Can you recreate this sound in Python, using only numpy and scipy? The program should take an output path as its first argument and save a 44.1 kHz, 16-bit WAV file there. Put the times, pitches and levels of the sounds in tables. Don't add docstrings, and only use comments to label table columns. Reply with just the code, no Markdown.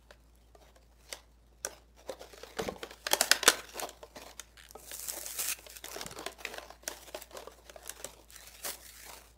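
import sys
import numpy as np
from scipy import signal
from scipy.fft import rfft, irfft, next_fast_len
from scipy.io import wavfile
from scipy.ndimage import uniform_filter1d, map_coordinates

SR = 44100
rng = np.random.default_rng(int(sys.argv[2]) if len(sys.argv) > 2 else 0)


def master_out(mix):
    frames = np.transpose(np.atleast_2d(mix))
    ceiling = np.clip(frames, -1, 1)
    pcm = np.round(ceiling * 32767).astype(np.int16)
    wavfile.write(sys.argv[1], SR, pcm)


N = 413216

# (t/s, crack level/dB, hollow knock re crack/dB, brittle edge re crack/dB)
BUCKLES = [(0.1063, -46, -3, -25), (0.5494, -58.5, 6.5, -1), (0.7603, -56.5, 1.5, 0),
           (1.1261, -29.5, -14.5, -3), (1.6481, -32, -8.5, 7), (1.666, -42, 4.5, -21),
           (2.0947, -42, 3.5, -3), (2.331, -52.5, 4, 0), (2.3762, -46, -5, -10), (2.4329, -38.5, -5.5, -24),
           (2.5697, -45.5, -0.5, -8), (2.5863, -33.5, -9, -21), (2.5915, -32, 4, -4),
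           (2.678, -36, -2.5, -9), (2.6858, -43.5, 13.5, -28), (2.7604, -50.5, 7.5, -17),
           (2.831, -31, -6, -20), (2.9076, -41.5, -4, -12), (3.0665, -23.5, -18, -13),
           (3.1135, -25.5, -19, -5), (3.1325, -17.5, -5, 4), (3.21, -18.5, -11, 6),
           (3.314, -11.5, -64, -1.5), (3.4295, -22, -15.5, -40), (3.4636, -22.5, -28, -7),
           (3.4779, -9, -12, -0.5), (3.4843, -14, -37, -0.5), (3.5, -24.5, -20, 3),
           (3.6436, -47.5, -10, -19), (3.7965, -33.5, -20, 6.5), (3.8905, -41, -34, 3),
           (4.0293, -47.5, 6.5, -9), (4.1585, -43, -4, -22.5), (4.3113, -47, -21, -3),
           (4.3957, -35, -19, 1), (4.7516, -52.5, 12.5, -10), (4.9136, -40, -10, -2), (5.1727, -50, 5, -12),
           (5.233, -51, 1, -9), (5.263, -39.5, -31, 7), (5.5873, -43, -7.5, -5), (5.6646, -41.5, -6.5, -59),
           (5.8417, -37.5, -8, -5), (5.8579, -41, -23, 3.5), (5.9145, -41, -33, 3), (5.9469, -41.5, -19, 1),
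           (5.9611, -40.5, 1, -1), (6.0119, -30, -30, -6.5), (6.0635, -40, -8, 5.5),
           (6.1111, -41.5, -22, 1), (6.124, -39.5, -13, -5), (6.1614, -46.5, -2, -7),
           (6.188, -38.5, -3.5, 0), (6.263, -28.5, -7, -6.5), (6.3185, -58, -9, 11),
           (6.45, -28.5, -20, -36), (6.5395, -38.5, -4, -9), (6.5815, -37.5, -3.5, -16),
           (6.6256, -44.5, -4.5, -36), (6.7031, -45.5, 1.5, -10.5), (6.832, -58.5, 7, -6),
           (6.8778, -30, -8, 4.5), (7.1454, -35.5, 1.5, -40), (7.309, -51, -3.5, -6), (7.347, -49, 5, -28),
           (7.3701, -40, -6, 0.5), (7.423, -49, 3, -8), (7.4727, -48.5, 8, -7), (7.696, -42, -6.5, -2.5),
           (7.7597, -50.5, 6.5, -37), (7.859, -45.5, -5, -2), (7.895, -36.5, -41, 9),
           (7.9962, -46.5, -1.5, -6), (8.0447, -38.5, -2.5, 8.5), (8.361, -49, -26, 9)]
# (t/s, crinkle level/dB, rip re crinkle/dB, flex re crinkle/dB)
LONG_PULLS = [
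    [(4.67, -87, 12, -11), (4.78, -73.5, 14.5, 9), (4.87, -64.5, 10.5, -8), (4.95, -58.5, 14, -8.5),
     (5.11, -53, 10, -6), (5.31, -52.5, 8.5, -10), (5.49, -39.5, 8.5, -12), (5.53, -36.5, 1, -15),
     (5.57, -101, -4, -10)],
    [(8.74, -78, 4.5, 2), (8.83, -61, 5.5, -13), (9.12, -53, 1, -1), (9.34, -71.5, 0, -7),
     (9.369, -85.5, -1.5, 2)],
]
# (f/Hz, relative level per Hz/dB)
BRITTLE_EDGE = [(3500, -38.5), (5500, 6), (8000, 5.5), (12000, -3), (16000, -10)]


def amp(db):
    return 10 ** (np.asarray(db) / 20)


def unit(x):
    return x / np.sqrt(np.mean(x ** 2) + 1e-20)


def along(points, hz):
    f, v = np.transpose(points)
    return np.interp(np.log(hz + 1), np.log(f + 1), v)


def filtered(x, response):
    m = next_fast_len(N + 8192)
    return irfft(rfft(x, m) * response(np.fft.rfftfreq(m, 1 / SR)), m)[..., :N]


def wobble(rate):
    knots = rng.standard_normal(int(N * rate / SR) + 4)
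    return map_coordinates(knots, [np.arange(N) * rate / SR])


def hum():
    hum_hz, hum_db = 56.6, -61.5
    phase = 2 * np.pi * np.cumsum(hum_hz + 0.4 * wobble(2.0)) / SR
    return np.sqrt(2) * amp(hum_db + 0.19 * wobble(4)) * np.sin(phase)


def hiss():
    # (f/Hz, relative level per Hz/dB)
    air_spectrum = [(50, -12.5), (85, -10), (108, -5.5), (532, -17.5), (2860, -34), (5630, -36),
                    (14700, -55), (15700, -50.5)]
    noise = filtered(rng.standard_normal(N), lambda hz: amp(along(air_spectrum, hz)))
    return amp(-69) * unit(noise)


def effort():
    # (t/s, nominal crinkle level/dB)
    grip_levels = [(0, -76), (1.9, -81), (2.3, -74), (4.0, -67.5), (4.5, -73.5), (6.0, -72.5), (6.8, -72.5),
                   (7.5, -65.5), (8.2, -67), (9.37, -83.5)]
    # (rip re crinkle/dB, flex re crinkle/dB)
    grip_balance = (-1.6, 1)
    # (start t/s, length/s, crinkle level/dB, rip re crinkle/dB, flex re crinkle/dB)
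    rubs = [(0.604, 0.08, -65.5, -20, 6.5), (1.012, 0.042, -66.5, -1, 0.5),
            (1.088, 0.072, -55.5, -11, -3.5), (1.706, 0.049, -59, -10, 5), (1.989, 0.0064, -57.5, -11, -4),
            (2.094, 0.022, -52.5, -23, 5.5), (2.215, 0.015, -52, -15, 1), (2.286, 0.19, -59.5, -8.5, -6),
            (2.457, 0.065, -57.5, -6, 3), (2.602, 0.049, -46, -23, 2.5), (2.796, 0.032, -62, 0.5, -3),
            (2.927, 0.0094, -54, -6, -3.5), (3.008, 0.093, -59.5, -2, -16), (3.212, 0.037, -37.5, -1.5, -7),
            (3.519, 0.085, -47, -8.5, -6), (3.673, 0.12, -55, -6, -6), (3.786, 0.04, -41.5, -10, 0),
            (4.166, 0.12, -54, -8.5, 1.5), (5.59, 0.13, -63.5, 6.5, -20), (5.705, 0.065, -50.5, 0, -10),
            (5.86, 0.16, -52.5, -5, -1), (6.012, 0.28, -57, -28, 2), (6.406, 0.18, -52, -6.5, 1),
            (6.578, 0.15, -59.5, -19, 4), (6.882, 0.057, -52, -1, -2), (6.986, 0.11, -55.5, -2, -4),
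            (7.15, 0.075, -54, -1.5, -1), (7.344, 0.057, -52, -16, 3.5), (7.67, 0.013, -55.5, -11, 2),
            (7.803, 0.093, -62, -4, 5), (7.958, 0.17, -58, -3, 1), (8.317, 0.27, -56, -1.5, -20),
            (8.653, 0.043, -40.5, 3.5, -5)]
    # (nominal level after a 0 dB snap/dB, rip re crinkle/dB, flex re crinkle/dB)
    settling = (-27, -14.5, 1.3)
    rise_db_per_s, fall_db_per_s = 496, 298
    settle_grows, settle_db_per_s = 0.84, 203.5
    strain_db, strain_db_per_s = 8.5, 403

    def powers(db, rip_db, flex_db):
        return amp(2 * np.array([db, db + rip_db, db + flex_db]))

    t = np.arange(0, N, 32) / SR
    power = powers(np.interp(t, *np.transpose(grip_levels)), *grip_balance)
    for s, length, db, rip_db, flex_db in rubs:
        rise = rise_db_per_s * np.maximum(s - t, 0)
        fall = fall_db_per_s * np.maximum(t - s - length, 0)
        power = power + powers(db - rise - fall, rip_db, flex_db)
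    for pull in LONG_PULLS:
        s, *columns = np.transpose(sorted(pull))
        levels = [np.interp(t, s, column) for column in columns]
        power = power + powers(*levels) * ((t > s[0]) & (t < s[-1]))
    settle_db, *settle_balance = settling
    for s, db, *_ in BUCKLES:
        strain = strain_db + strain_db_per_s * (s - t)
        drop = np.where(t > s, settle_db_per_s * (t - s), strain)
        power = power + powers(settle_db + settle_grows * db - drop, *settle_balance)
    return [np.interp(np.arange(N) / SR, t, np.sqrt(p)) for p in power]


def grainy(sizes, spectrum, life, bed):
    gate = signal.lfilter([1], [1, -np.exp(-1 / (abs(life) * SR))], sizes)
    grains = (unit(gate) + bed) * rng.standard_normal(N)
    return unit(filtered(grains, lambda hz: amp(along(spectrum, hz))))


def bending(x, depth_db):
    z = signal.stft(x, nperseg=256, noverlap=192)[2]
    field = uniform_filter1d(rng.standard_normal(z.shape), size=2, axis=0)
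    field = uniform_filter1d(field, size=40, axis=1)
    gain = amp(depth_db * unit(field))
    return signal.istft(z * unit(gain), nperseg=256, noverlap=192)[1][:N]


def handling():
    # (f/Hz, relative level per Hz/dB)
    fibre_spectrum = [(3000, -29), (5500, -6.5), (7500, -1), (12000, -6), (16000, -5.5)]
    # (f/Hz, relative level per Hz/dB)
    crinkle_spectrum = [(700, -52), (1300, -1), (1800, 1), (2500, -0.5), (4000, 0), (6000, -2.5),
                        (9000, -17)]
    # (f/Hz, relative level per Hz/dB)
    flex_spectrum = [(60, -24.5), (150, -18.5), (350, -2), (600, -0.5), (1000, -4), (2200, -28.5)]
    jerks = amp(2.2 * wobble(50))
    crinkle_gain, rip_gain, flex_gain = effort() * jerks

    t = np.arange(N) / SR
    pulling = sum((t > pull[0][0]) & (t < pull[-1][0]) for pull in LONG_PULLS) > 0
    failures = rng.random(N) < np.where(pulling, 900, 450) / SR
    spread_db = np.where(pulling, 4.5, 6.4)
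    excess = np.minimum(rng.exponential(size=N), np.where(pulling, 4, 2.5))
    sizes = failures * amp(spread_db * excess)

    rip = rip_gain * grainy(sizes, fibre_spectrum, life=0.0004, bed=1.5)
    crinkle = crinkle_gain * grainy(sizes, crinkle_spectrum, life=0.0022, bed=0.9)
    flex = flex_gain * amp(2.6 * wobble(25)) * grainy(sizes, flex_spectrum, life=0.0051, bed=0.55)
    return bending(rip, depth_db=2.0) + bending(crinkle + flex, depth_db=3.5)


def faces(f):
    # (f/Hz, width/Hz, level/dB)
    panel_modes = [(1543, 502, 3.5), (2270, 1830, 1), (3123, 1276, 2.5), (5070, 2300, -9)]
    response = 0
    for k, (centre, width, db) in enumerate(panel_modes):
        damping = 1j * f * width
        response = response + (-1) ** k * amp(db) * damping / (centre * centre - f * f + damping)
    return response


def shell_ring(t, detune):
    # (f/Hz, relative level/dB, t60/s)
    shell_modes = [(313, -13.5, 0.076), (423.3, -3.5, 0.07), (575.7, 8, 0.029), (817, 3.5, 0.021),
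                   (1097, -8.5, 0.06)]
    hz, db, t60 = np.transpose(shell_modes)[:, :, None]
    shift, weight = rng.standard_normal((2, len(shell_modes), 1))
    decay = amp(db + 3.2 * weight - 60 * t / t60)
    x = np.sum(decay * np.sin(2 * np.pi * hz * (1 + detune * shift) * t), axis=0)
    return x / np.max(abs(x))


def snaps():
    cracks, edges, knocks = np.zeros((3, N + SR))
    lead = SR // 100
    t = np.arange(-lead, SR // 10) / SR
    after = np.maximum(t, 0)
    fibres = np.where(t < 0, 0.069 * amp(60 * t / 0.0092), 0.15 * amp(-60 * t / 0.12))
    crack_shape = after / 0.00097 * np.exp(1 - after / 0.0013) + fibres
    swing = 1 - np.exp(-after / 0.0024)
    for s, db, knock_db, edge_db in BUCKLES:
        start = round(s * SR) - lead
        at = slice(start, start + len(t))
        cracks[at] += amp(db + 7.5) * crack_shape * rng.standard_normal(len(t))
        spread = 0.0001 - 0.00002 * db
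        edge_shape = 1.93 * np.exp(np.minimum((t - 0.001) / spread, (0.001 - t) / 0.00085)) + fibres
        edges[at] += amp(db + edge_db - 2.5) * edge_shape * rng.standard_normal(len(t))
        knocks[at] += amp(db + knock_db + 17.5) * shell_ring(after, detune=0.11) * swing
    face_cracks = bending(filtered(cracks[:N], faces), depth_db=3.0)
    bright_edges = filtered(edges[:N], lambda hz: amp(along(BRITTLE_EDGE, hz)))
    return knocks[:N] + face_cracks + bright_edges


def thin_ticks():
    # (t/s, level before the spectrum/dB)
    tick_levels = [(0.2379, -56), (0.3556, -49), (4.6892, -39), (4.7097, -31.5), (4.9696, -40),
                   (4.996, -25), (5.029, -27), (5.0779, -29), (5.0854, -22), (5.0988, -17.5), (5.2126, -27),
                   (5.2264, -36), (5.2574, -36), (5.4014, -20), (5.4221, -32), (5.7009, -30),
                   (5.7678, -28.5), (5.8476, -29), (5.8754, -38), (5.8845, -27.5), (5.9074, -37),
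                   (5.9219, -32), (5.9314, -33), (5.9374, -30), (6.0274, -37), (6.3284, -37),
                   (7.2224, -27.5), (7.7882, -66), (7.8311, -41), (7.8496, -39), (7.876, -27), (8.116, -46),
                   (8.2457, -47.5), (8.305, -34.5), (8.4063, -38), (8.4734, -37)]
    ticks = np.zeros(N + SR)
    t = np.arange(SR // 10) / SR
    for s, db in tick_levels:
        signs = np.sign(rng.standard_normal(len(t)))
        ticks[round(s * SR):][:len(t)] += amp(db) * np.exp(-t / 0.00064) * signs
    return filtered(ticks[:N], lambda hz: amp(along(BRITTLE_EDGE, hz) / 4))


def card_rings():
    # (t/s, f/Hz, level/dB, t60/s)
    tones = [(2.095, 530, -34, 0.14), (7.147, 830, -39, .2)]
    out = np.zeros(N + SR)
    lead = SR // 100
    t = np.arange(-lead, SR // 10) / SR
    after = np.maximum(t, 0)
    fade = np.hanning(2 * len(t))[len(t):]
    for s, hz, db, t60 in tones:
        tone = amp(db - 60 * after / t60) * np.sin(2 * np.pi * hz * after)
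        out[round(s * SR) - lead:][:len(t)] += tone * fade
    return out[:N]


def bumps():
    # (t/s, nominal level/dB)
    thuds = [(2.594, -40), (2.617, -31), (2.669, -30), (2.72, -36), (4.168, -45), (6.056, -41), (6.11, -39),
             (6.261, -44.5), (8.057, -43.5)]
    out = np.zeros(N + SR)
    t = np.arange(SR // 10) / SR
    pitches = 170 * np.exp(0.23 * rng.standard_normal(len(thuds)))
    onset = 1 - np.exp(-t / 0.00095)
    for (s, db), hz in zip(thuds, pitches):
        scuff = unit(uniform_filter1d(rng.standard_normal(len(t)), size=80))
        body = np.sin(2 * np.pi * hz * t) + scuff / 2
        out[round(s * SR):][:len(t)] += amp(db - 60 * t / 0.061) * body * onset
    return out[:N]


def creak():
    start_s, slip_count = 4.5714, 9
    first_gap_s, gap_grows_s, gap_scatter_s = 0.0085, 0.0009, 0.0006
    slip_db, swell_db, scatter_db = -38.5, 1.5, 1.5
    ticks = np.zeros(N)
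    t = np.arange(SR // 100) / SR
    k = np.arange(slip_count)
    late, louder = rng.standard_normal((slip_count, 2)).T
    times = start_s + k * first_gap_s + gap_grows_s * k * (k - 1) / 2 + gap_scatter_s * late
    levels = slip_db + swell_db * np.sin(2 * k / slip_count) + scatter_db * louder
    for s, db in zip(times, levels):
        signs = np.sign(rng.standard_normal(len(t)))
        ticks[round(s * SR):][:len(t)] += amp(db + 4.5 - 60 * t / 0.018) * signs
    return filtered(ticks, lambda hz: faces(hz) + amp(along(BRITTLE_EDGE, hz) - 15.0))


def room(x):
    # (f/Hz, t60/s)
    decay_times = [(200, 0.51), (1500, 0.41), (6000, 0.18), (14000, 0.19)]
    hz, t, z = signal.stft(rng.standard_normal(SR // 2), SR, nperseg=256)
    decay = amp(-60 * t / along(decay_times, hz)[:, None])
    tail = signal.istft(z * decay, SR, nperseg=256)[1]
    delayed = np.pad(x, (250, 0))
    return signal.fftconvolve(delayed, tail / np.linalg.norm(tail))[:N]


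def scene():
    soft = handling() + bumps()
    sharp = snaps() + thin_ticks() + card_rings() + creak()
    echo = room(amp(-16.5) * sharp + amp(-16.0) * soft)
    return (sharp + soft + echo + hum() + hiss())[None]


def record(dry):
    top_hz, bass_hz = 15800, 38

    def phone_band(hz):
        return np.clip((top_hz - hz) / 150, 0, 1) / (1 + (bass_hz / (hz + 1)) ** 6)

    return filtered(np.tanh(dry), phone_band)


dry = scene()
out = record(dry)
master_out(out)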